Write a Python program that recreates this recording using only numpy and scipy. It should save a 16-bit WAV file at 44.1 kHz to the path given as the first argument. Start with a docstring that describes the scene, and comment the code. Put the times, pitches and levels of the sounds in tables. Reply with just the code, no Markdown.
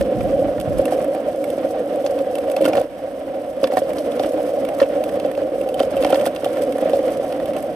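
"""A gust buffets the microphone first, over a knock and a clack; a skateboard rolls on coarse, cracked asphalt.
The road shakes the wooden deck, heard from above, which hums in a few low modes (filtered noise).
Grit rasps under the wheels as coloured noise in three ranges, and the road runs smoother near 3 s.
Cracks knock the deck (decaying sines), clack wheel and axle (noise bursts) and rattle them (ringing clicks)."""
import sys
import numpy as np
from scipy import signal
from scipy.fft import rfft, irfft, next_fast_len
from scipy.io import wavfile

SR = 44100
rng = np.random.default_rng(int(sys.argv[2]) if len(sys.argv) > 2 else 0)


def to_wav(s):
    """Save 16-bit WAV."""
    ch = np.atleast_2d(s).T  # columns
    pcm = np.round(np.clip(ch, -1, 1) * 32767)  # PCM
    wavfile.write(sys.argv[1], SR, pcm.astype(np.int16))


N = 341775   # samples


def amp(db):
    """Decibels to gain."""
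    return 10 ** (np.asarray(db) / 20)


def rms_one(x):
    """Scale to unit rms."""
    return x / np.sqrt(np.mean(x ** 2) + 1e-20)


def in_time(rows):
    """Columns of a curve, one value per sample."""
    s, *columns = np.transpose(rows)
    return [np.interp(np.arange(N) / SR, s, c) for c in columns]


def at_hz(points, hz):
    """Read a table on a log-frequency axis."""
    table_hz, values = np.transpose(points)
    return np.interp(np.log(hz + 1), np.log(table_hz), values)


def drift(rate_hz):
    """Slow chance with spread 1: noise twice through a one-pole low-pass."""
    r = np.exp(-2 * np.pi * rate_hz / SR)
    noise = rng.standard_normal(N + SR)
    settled = signal.lfilter([1], [1, -2 * r, r * r], noise)[SR:]
    return rms_one(settled)


def resonate(x, hz, width_hz):
    """Two-pole resonance with gain 1 on top."""
    r = np.exp(-np.pi * width_hz / SR)
    gain = (1 - r * r) / 2
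    return signal.lfilter([gain, 0, -gain], [1, -2 * r * np.cos(2 * np.pi * hz / SR), r * r], x)


# balance of the two ports: (frequency [Hz], left over right [dB])
LEFT_OVER_RIGHT = [(60, -1.5), (200, -4), (1200, -3.5), (2400, -6.5), (4400, -1.5), (6000, 1.5),
                   (8100, -10), (10000, -12), (12500, -6), (15000, -1)]
# how alike the ports sound: (frequency [Hz], power share of the common noise [0-1])
LIKENESS = [(80, 0.05), (140, 0.71), (1000, 0.45), (3000, 0.41), (7000, 0.3), (15000, 0.13)]
# phase by which the left port leads: (frequency [Hz], lead [rad])
LEFT_LEAD = [(20, 0), (400, -.1), (1380, -.7), (2000, -.2), (3010, .7), (4310, 1.7), (5080, .7), (7840, .3),
             (8100, -0.9), (11500, -10), (15200, -26)]


def at_ports(three, gain):
    """One shared and two own noises become left and right, coloured by gain(Hz)."""
    length = three.shape[-1]
    size = next_fast_len(length)
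    hz = np.arange(size // 2 + 1) * SR / size
    shared, left, right = rfft(three, size)
    alike = np.clip(at_hz(LIKENESS, hz), 0, 1)
    pair = np.sqrt(alike) * shared + np.sqrt(1 - alike) * np.array([left, right])
    lean = amp(at_hz(LEFT_OVER_RIGHT, hz) / 2)
    early = np.exp(1j * at_hz(LEFT_LEAD, hz))
    return irfft(pair * gain(hz) * [lean * early, 1 / lean], size)[:, :length]


# gusts on the ports: (time [s], level [dB])
WIND = [(0, -17), (.12, -50), (.16, -28), (.2, -30.5), (.27, -30), (.48, -30), (.53, -39), (.62, -32.5),
        (.645, -42), (.68, -28), (.77, -27.5), (.95, -53), (1, -40), (1.13, -53), (1.2, -58), (5.6, -50),
        (6, -40), (6.3, -65), (7.75, -42)]
# colour of the gusts: (frequency [Hz], relative level per Hz [dB])
GUST = [(20, -20), (40, 5), (80, 2.5), (170, 4), (280, -2.5), (400, -48)]
# colour of the constant, dull headwind: (frequency [Hz], relative level per Hz [dB])
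BREEZE = [(25, -30), (50, -4), (100, 4), (200, -63)]
BREEZE_DB, LUMPY_DB, LUMPY_HZ = -53.5, 2.5, 10


def blow(colour):
    """Turbulence on the ports: coloured noise whose level wanders in slow lumps."""
    lumpy = rng.standard_normal((3, N)) * amp(LUMPY_DB * drift(LUMPY_HZ))
    return rms_one(at_ports(lumpy, lambda hz: amp(at_hz(colour, hz))))


def wind():
    """Low noise, mostly its own at each port in the deep bass: brighter gusts over a dull headwind."""
    gust = blow(GUST)
    breeze = blow(BREEZE)
    return amp(in_time(WIND)[0]) * gust + amp(BREEZE_DB) * breeze


def snaps(per_s, spread_db, length_s):
    """Envelope of random grains crushed under the wheels, each a short swell that rises as it falls."""
    strength = amp(spread_db * np.minimum(rng.exponential(1, N), 2))
    marks = (rng.random(N) < per_s / SR) * strength
    fade = np.exp(-1 / (length_s * SR))
    return signal.filtfilt([1], [1, -fade], marks * (1 - fade ** 2))


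def high_share(hz, edge_hz):
    """Power share of a range above its edge."""
    return 1 / (1 + (edge_hz / (hz + 1)) ** 6)


# colour of the grit, also under each clack: (frequency [Hz], relative level per Hz [dB])
GRIT = [(530, 4), (900, 3), (978, 4), (2580, -6.5), (3120, -5.5), (4010, -13.5), (5260, -14), (6440, -18),
        (7080, -26), (8160, -15), (9080, -21), (11800, -17.5), (14200, -24), (14800, -8), (15300, -69)]
FINE_HZ, FINEST_HZ = 4500, 7200   # edges between the three grain ranges


def grit(rasp_db, stones_db):
    """Crushed grains rasp in three ranges, swelling with the stones and steadier where the road is smooth."""
    rough = np.clip(amp(rasp_db - rasp_db.mean()), 0, 1.3)
    coarse = amp(stones_db) * (1 + 0.3 * rough * snaps(35, 1.6, 0.002))
    patches_db = 0.5 * stones_db + 3.0 * rough * drift(22)
    grains = snaps(77, 3, 0.0006)
    fine = amp(patches_db + 0.69 * drift(25)) * (1 + 0.71 * rough * grains)
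    finest = amp(patches_db + 0.86 * drift(25))
    finest = finest * (1 + 1.3 * rough * grains + 0.6 * snaps(61, 4.4, 0.0006))

    def upper(hz):
        return high_share(hz, FINE_HZ)

    def top(hz):
        return high_share(hz, FINEST_HZ)

    ranges = [(coarse, lambda hz: 1 - upper(hz)),
              (fine, lambda hz: upper(hz) * (1 - top(hz))),
              (finest, lambda hz: upper(hz) * top(hz))]
    rasp = 0
    for swell, share in ranges:
        colour = lambda hz: amp(at_hz(GRIT, hz)) * np.sqrt(share(hz))
        rasp = rasp + at_ports(rng.standard_normal((3, N)) * swell, colour)
    return amp(rasp_db) * rms_one(rasp)


# modes of the axles and hangers: (frequency [Hz], width [Hz], strength [dB], halved for rattles)
AXLE = [(1113, 300, 18.5), (1400, 125, 15), (1800, 120, 6.5), (2260, 320, 0.5), (2700, 180, 2.5),
        (3080, 160, 2), (3450, 260, 1), (4330, 380, -0.5), (4730, 290, -5.5), (5560, 1600, -14.5)]
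RATTLES_PER_S, RATTLE_DB, RATTLE_SPREAD_DB = 600, -36, 3.5


def rattle(after):
    """Loose axle parts chatter after each crack: dense clicks, each ringing one axle mode."""
    strength = amp(RATTLE_SPREAD_DB * np.minimum(rng.exponential(1, N), 2))
    marks = (rng.random(N) < RATTLES_PER_S / SR) * strength
    clicks = marks * rng.standard_normal((3, N)) + 1e-18
    dealt = rng.integers(0, len(AXLE), N)
    rings = sum(amp(db / 2) * resonate(clicks * (dealt == k), hz, width_hz)
                for k, (hz, width_hz, db) in enumerate(AXLE))
    return amp(RATTLE_DB) * np.sqrt(after) * rms_one(at_ports(rings, np.ones_like))


# hard clacks of wheel and axle:
# (time [s], peak below the sizzle [dB], centre [Hz], sizzle above 7 kHz against that peak [dB])
CLACKS = [(0.0094, -17.5, 1980, -4), (0.2065, -23, 2180, -31), (0.579, -25.5, 1830, -17),
          (0.599, -24, 3270, 0), (0.6108, -25.5, 3070, 2), (0.784, -26.5, 2670, 5.5),
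          (0.854, -20, 2500, 1.5), (0.88, -24, 1850, -11), (0.914, -31, 1430, -20), (1.043, -28, 2000, 1),
          (1.147, -25.5, 2160, -5), (1.44, -22.5, 2260, -2.5), (1.501, -26.5, 3000, 2),
          (1.957, -29, 1910, -3), (2.063, -16.5, 5530, -11), (2.1878, -26, 3100, -5),
          (2.3527, -20.5, 2770, -2), (2.383, -25.5, 2700, 0), (2.498, -24.5, 2680, -3),
          (2.515, -26, 2700, 4.5), (2.5641, -16, 2960, -7), (2.622, -25, 2700, -2), (2.643, -20, 2700, -5),
          (2.611, -23.5, 2450, -1), (2.6515, -13, 2760, -6), (2.659, -13, 2900, -6),
          (2.657, -16.5, 1400, -10), (2.678, -23, 2270, -4), (2.688, -23, 5400, -10),
          (2.697, -25, 2220, -13), (2.7318, -16.5, 2300, -25), (2.7515, -16, 1960, -24),
          (2.769, -23, 4800, -17), (2.775, -21, 3450, -14), (2.776, -20.5, 1400, -20),
          (2.812, -28, 2600, -3), (3.632, -28, 2360, 3), (3.64, -9, 3560, -22), (3.64, -17.5, 2250, -29),
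          (3.671, -20.5, 2120, -6), (3.718, -20.5, 2000, -12), (3.769, -11.5, 1840, -8.5),
          (3.778, -19, 1900, -24), (3.932, -28, 2300, -2), (3.9832, -21.5, 4370, -10),
          (4.118, -25.5, 3450, -8), (4.194, -18.5, 3200, -28), (4.234, -23, 3230, -11),
          (4.649, -20.5, 2330, -6), (4.687, -23.5, 2730, -4), (4.8, -16, 1960, -23),
          (4.801, -20, 4800, -27), (4.808, -27, 3820, -4), (4.826, -22, 2200, -15),
          (4.8153, -14.5, 1850, -16), (4.832, -20, 2600, -20), (5.038, -21, 3280, -2.5),
          (5.091, -26, 2000, -4), (5.198, -23, 2970, -5), (5.261, -28.5, 3000, -3), (5.313, -26, 1920, -6),
          (5.35, -24.5, 2900, -13), (5.6123, -26, 2730, -2), (5.688, -24.5, 2890, -3),
          (5.7417, -22, 3150, -3), (5.7931, -20, 2630, -8), (5.8005, -14.5, 3100, -11),
          (5.83, -19.5, 3080, -8), (5.9662, -23, 2720, -5), (5.975, -26, 2800, -7), (6.024, -18, 2720, -9),
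          (6.035, -20.5, 2780, -7), (6.046, -11, 2280, -13), (6.065, -24, 3100, -4),
          (6.072, -23, 2700, -11), (6.094, -27, 2800, -6), (6.104, -19.5, 2730, -2.5),
          (6.124, -15, 2640, -18), (6.126, -13, 1400, -25), (6.144, -13.5, 4800, -18),
          (6.147, -25, 1400, -17), (6.1558, -18, 2780, -7), (6.1956, -22, 2850, -10),
          (6.211, -22, 2800, -5), (6.254, -18.5, 1910, 0), (6.2614, -17.5, 3400, 1),
          (6.269, -18, 1410, -20), (6.27, -20, 3450, -12), (6.348, -27.5, 2020, -3), (6.361, -22, 2890, -7),
          (6.444, -16, 2780, -5), (6.453, -21.5, 3380, -5), (6.568, -22, 1950, -8),
          (6.7222, -22.5, 2540, -5), (6.781, -22.5, 1940, -5), (6.8954, -25, 3080, -2),
          (6.9315, -23, 3040, -17), (7.078, -24, 1900, -13), (7.323, -26, 2680, -4),
          (7.398, -24.5, 1910, -16), (7.456, -26, 2890, -2), (7.533, -26, 2150, -7),
          (7.5643, -24, 2700, -1), (7.624, -30, 2100, 6)]
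SIZZLE_HZ = 7000
AXLE_SPREAD_DB, AXLE_REACH = 3, 6.3   # modes are struck unevenly, most of all those near the centre
SWELL_CYCLES = 2.4   # time constant of the swell, in cycles of the centre
TAIL_T60_S, TAIL_DB = .055, -6   # the burst then rattles out
HALO_S, HALO_DB = .0056, -16.5   # a faint noise swells just before each clack and fades after it
CLACK_OWN = .6   # gain of each port's own noise: a clack comes from one spot, so the ports share more
LEAD_IN, CLACK_LENGTH = 256, 2048   # samples


def clacks():
    """Wheel and axle strike: bursts through nearby axle modes, a dull skirt and a sizzle on top."""
    out = np.zeros((2, N + CLACK_LENGTH))
    t = np.arange(-LEAD_IN, CLACK_LENGTH - LEAD_IN) / SR
    axle_hz, width_hz, axle_db = np.transpose(AXLE)[..., None]
    for s, db, centre_hz, sizzle_db in CLACKS:
        age = np.maximum(t, 0) * centre_hz / SWELL_CYCLES
        swell = (np.e * age / 2) ** 2 * np.exp(-age)
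        tail = amp(TAIL_DB - 60 * t / TAIL_T60_S) * (1 - np.exp(-age)) ** 2
        halo = amp(HALO_DB) * np.exp(-np.abs(t) / HALO_S)
        noise = rng.standard_normal((3, CLACK_LENGTH)) * [[1], [CLACK_OWN], [CLACK_OWN]]
        burst = noise * (swell + tail + halo)

        detune = axle_hz / centre_hz - centre_hz / axle_hz
        near = 1 / np.sqrt(1 + (AXLE_REACH * detune) ** 2)
        struck = near * amp(axle_db + AXLE_SPREAD_DB * rng.random(axle_hz.shape))

        def body(hz):
            ring = np.sum(struck / (1 + 2j * (hz - axle_hz) / width_hz), axis=0)
            return (0.21 * amp(at_hz(GRIT, hz)) + 1.03 * ring) / (1 + (hz / SIZZLE_HZ) ** 8)

        def sizzle(hz):
            return amp(at_hz(GRIT, hz)) / (1 + (SIZZLE_HZ / (hz + 1)) ** 8)

        low, high = at_ports(burst, body), at_ports(burst, sizzle)
        both = low / np.abs(low).max() + amp(sizzle_db) * high / np.abs(high).max()
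        out[:, round(s * SR) - LEAD_IN:][:, :CLACK_LENGTH] += amp(db) * both
    return out[:, :N]


# modes of the wooden deck: (frequency [Hz], width of one resonance pass [Hz], relative level [dB])
DECK = [(105, 63, -29.5), (207.3, 110, -21.5), (294.4, 67.4, -7.5), (508.8, 128, -6), (550.4, 60, 1),
        (598.8, 90, -9), (741.7, 80, -13)]
# deck modes below 400 Hz against the rest: (time [s], level [dB])
LOW_MODES = [(0, 5), (.9, -2), (1.5, -1), (2.55, -3), (2.66, 3), (2.85, -2), (3.5, 0), (5, -2.5), (6.2, -1),
             (7, -2.5), (7.75, -1)]
SWAY_DB, SWAY_HZ = 1, 2.7   # the rider's feet shift, so each mode swells and sinks on its own


def deck_modes(force):
    """Wood rings in modes of alternating sign, each filtered twice to keep the valleys between deep."""
    low_db, = in_time(LOW_MODES)
    total = 0
    for k, (hz, width_hz, db) in enumerate(DECK):
        level = amp(db + low_db * (hz < 400) + SWAY_DB * drift(SWAY_HZ))
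        ringing = resonate(resonate(force, hz, width_hz), hz, width_hz)
        total = total + (-1) ** k * level * ringing
    return total


# wheels dropping over a crack edge, felt by the deck:
# (time [s], peak level [dB], hardness: extra drive to the top mode [dB])
BUMPS = [(0.008, -7.5, -15), (0.141, -16, 1), (0.292, -10.5, -4), (0.53, -12, 2), (0.704, -11, -17),
         (0.793, -4, -19), (0.92, -9, 16), (1.146, -11, 10), (1.577, -9.5, -22), (2.04, -10.5, -13),
         (2.565, -10.5, 12), (2.606, -6, -20), (2.619, -7, -16), (2.652, -5.5, -4), (2.675, -5, 5),
         (2.711, -10, 13), (2.73, -12, 23), (2.748, -12, 13), (2.769, -5.5, 3), (2.778, -6, 14),
         (2.799, -10, -2), (3.63, -4.5, 3), (3.7, -10, -3), (3.721, -10, 13), (3.733, -8.5, 13),
         (3.768, -3, 20), (3.776, -8.5, 8), (3.817, -9.5, -8), (4.196, -5.5, 13.5), (4.331, -13, 1),
         (4.8152, -2.5, -15), (4.951, -12, 7), (5.248, -7.5, 5), (5.376, -8.5, 3), (5.417, -10, 3),
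         (5.58, -12, -6), (5.803, -2, 9.5), (5.833, -9, 5), (5.966, -8.5, 6), (6.032, -8, 0),
         (6.048, -6, 16.5), (6.1, -9, 22), (6.126, -1.5, 8.5), (6.143, -7.5, 15), (6.172, -9, -4),
         (6.261, -12, 16), (6.267, -4, 10), (6.432, -11, -4), (6.459, -8, 10), (6.855, -5, -10),
         (6.932, -3, 9.5), (6.99, -8, 5), (7.196, -9, -14)]
THUD_DB = 5.5   # a jolt drives the lowest mode harder than the road does
WHEEL_GIVE_S = .002
KNOCK_LENGTH = 4096   # samples


def knocks():
    """A crack edge jolts the deck for a moment; every mode answers at once and dies away."""
    out = np.zeros(N + KNOCK_LENGTH)
    t = np.arange(KNOCK_LENGTH) / SR
    low_db, = in_time(LOW_MODES)
    luck = rng.random((len(BUMPS), len(DECK), 2))
    for (s, db, hard_db), draws in zip(BUMPS, luck):
        start = round(s * SR)
        knock = 0
        for (hz, width_hz, mode_db), (phase, strength) in zip(DECK, draws):
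            level_db = 1.1 * mode_db + 5 * strength + low_db[start] * (hz < 400)
            level_db = level_db + hard_db * (hz > 650) + THUD_DB * (hz < 150)
            tone = np.sin(2 * np.pi * (hz * t + 0.12 * phase))
            knock = knock + amp(level_db) * np.exp(-.6 * np.pi * width_hz * t) * tone
        knock = knock * (1 - np.exp(-t / WHEEL_GIVE_S)) ** 2   # the soft wheel rounds off the blow
        out[start:][:KNOCK_LENGTH] += amp(db) * knock / np.abs(knock).max()
    return out[:N]


# the microphone turns in the hand: (time [s], delay of the deck at the left port [microseconds])
PORT_LAG = [(0, 150), (2, 170), (3.5, 205), (5, 205), (6.5, 150), (7.75, 150)]
PORT_TURN = .27   # radians the left port's housing gives back at all pitches
DECK_PAN_DB, DECK_SPREAD = -1.7, .04   # left over right; gain of the far end of the deck
FLUTTER_S, FLUTTER_HZ = .0006, 7   # the deck flexes, so the pitches of its hum waver a little


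def deck(hum_db, stones_db):
    """Stones shake the deck without pause into a hum, crack edges knock it."""
    shake = rng.standard_normal((2, N)) * amp(.6 * stones_db)
    hum, aside = (rms_one(deck_modes(force)) for force in shake)
    n = np.arange(N)
    hum = np.interp(n + FLUTTER_S * SR * drift(FLUTTER_HZ), n, hum)
    body = amp(hum_db) * hum + knocks()
    lag_s = in_time(PORT_LAG)[0] / 10 ** 6
    late = np.interp(n - lag_s * SR, n, body)
    late = np.real(signal.hilbert(late, next_fast_len(N))[:N] * np.exp(1j * PORT_TURN))
    spread = DECK_SPREAD * amp(hum_db) * aside   # the far end reaches each port differently
    pan = amp(DECK_PAN_DB / 2)
    return np.array([(late + spread) * pan, (body - spread) / pan])


CRUMBLE_S, CRUMBLE_RASP_DB, CRUMBLE_HUM_DB = .024, -35.5, -15   # levels relative to each bump
AIRBORNE_S, AIRBORNE_DB = .008, -7   # a wheel hangs over the gap and shakes the deck less


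def crumble():
    """Broken road roughens the rasp around each crack and the hum after it; a lull marks the gap."""
    s, db, _ = np.transpose(BUMPS)
    marks = np.zeros(N)
    marks[(s * SR).astype(int)] = amp(2 * db)   # power of each bump
    t = np.arange(-4096, 4097) / SR
    bell = np.exp(-(t / CRUMBLE_S) ** 2)
    around = np.maximum(signal.fftconvolve(marks, bell, "same"), 0)
    after = np.maximum(signal.fftconvolve(marks, bell * (t > 0), "same"), 0)
    lull = signal.fftconvolve(marks > 0, np.exp(-(t / AIRBORNE_S) ** 2), "same")
    return around, after, lull


# road coarseness away from cracks: (time [s], deck hum level [dB], grit rasp level [dB])
ROAD = [(0, -20.5, -37), (.4, -20, -38.5), (.7, -22, -39), (.95, -17, -35.5), (1.3, -23, -40.5),
        (1.9, -21, -38), (2.1, -21, -38.5), (2.45, -22, -39.5), (2.62, -19, -40), (2.8, -12.5, -33),
        (2.88, -32, -43.5), (3.1, -25.5, -41.5), (3.6, -26, -41.5), (3.8, -22, -38), (4.6, -20, -37),
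        (5.55, -21.5, -40.5), (5.95, -21, -36.5), (6.15, -16.5, -32.5), (6.35, -25, -40.5),
        (6.55, -21.5, -36.5), (6.85, -16.5, -35), (7.2, -22, -38), (7.4, -20, -36.5), (7.75, -24, -39.5)]


def scene():
    """Deck, grit, clacks and rattle share the road; wind sits on the microphone."""
    road_hum_db, road_rasp_db = in_time(ROAD)
    around, after, lull = crumble()
    hum_power = amp(2 * road_hum_db) + amp(2 * CRUMBLE_HUM_DB) * after
    hum_db = 10 * np.log10(hum_power) + AIRBORNE_DB * lull
    rasp_db = 10 * np.log10(amp(2 * road_rasp_db) + amp(2 * CRUMBLE_RASP_DB) * around)
    stones_db = 1.87 * drift(20.6) + 0.3 * drift(200)   # coarser and finer patches pass by
    return wind() + grit(rasp_db, stones_db) + rattle(after) + clacks() + deck(hum_db, stones_db)


LOW_CUT_HZ, CUTOFF_HZ, CEILING = 36, 15700, .97


def record(dry):
    """The deepest bass is thinned, only the highest peaks are rounded off; the top is cut steeply."""
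    low_cut = signal.butter(2, LOW_CUT_HZ, "high", fs=SR, output="sos")
    thinned = signal.sosfilt(low_cut, dry)
    rounded = thinned / (1 + np.abs(thinned / CEILING) ** 6) ** (1 / 6)
    top_cut = signal.cheby2(12, 70, CUTOFF_HZ, fs=SR, output="sos")
    return signal.sosfilt(top_cut, rounded)


dry = scene()
out = record(dry)
to_wav(out)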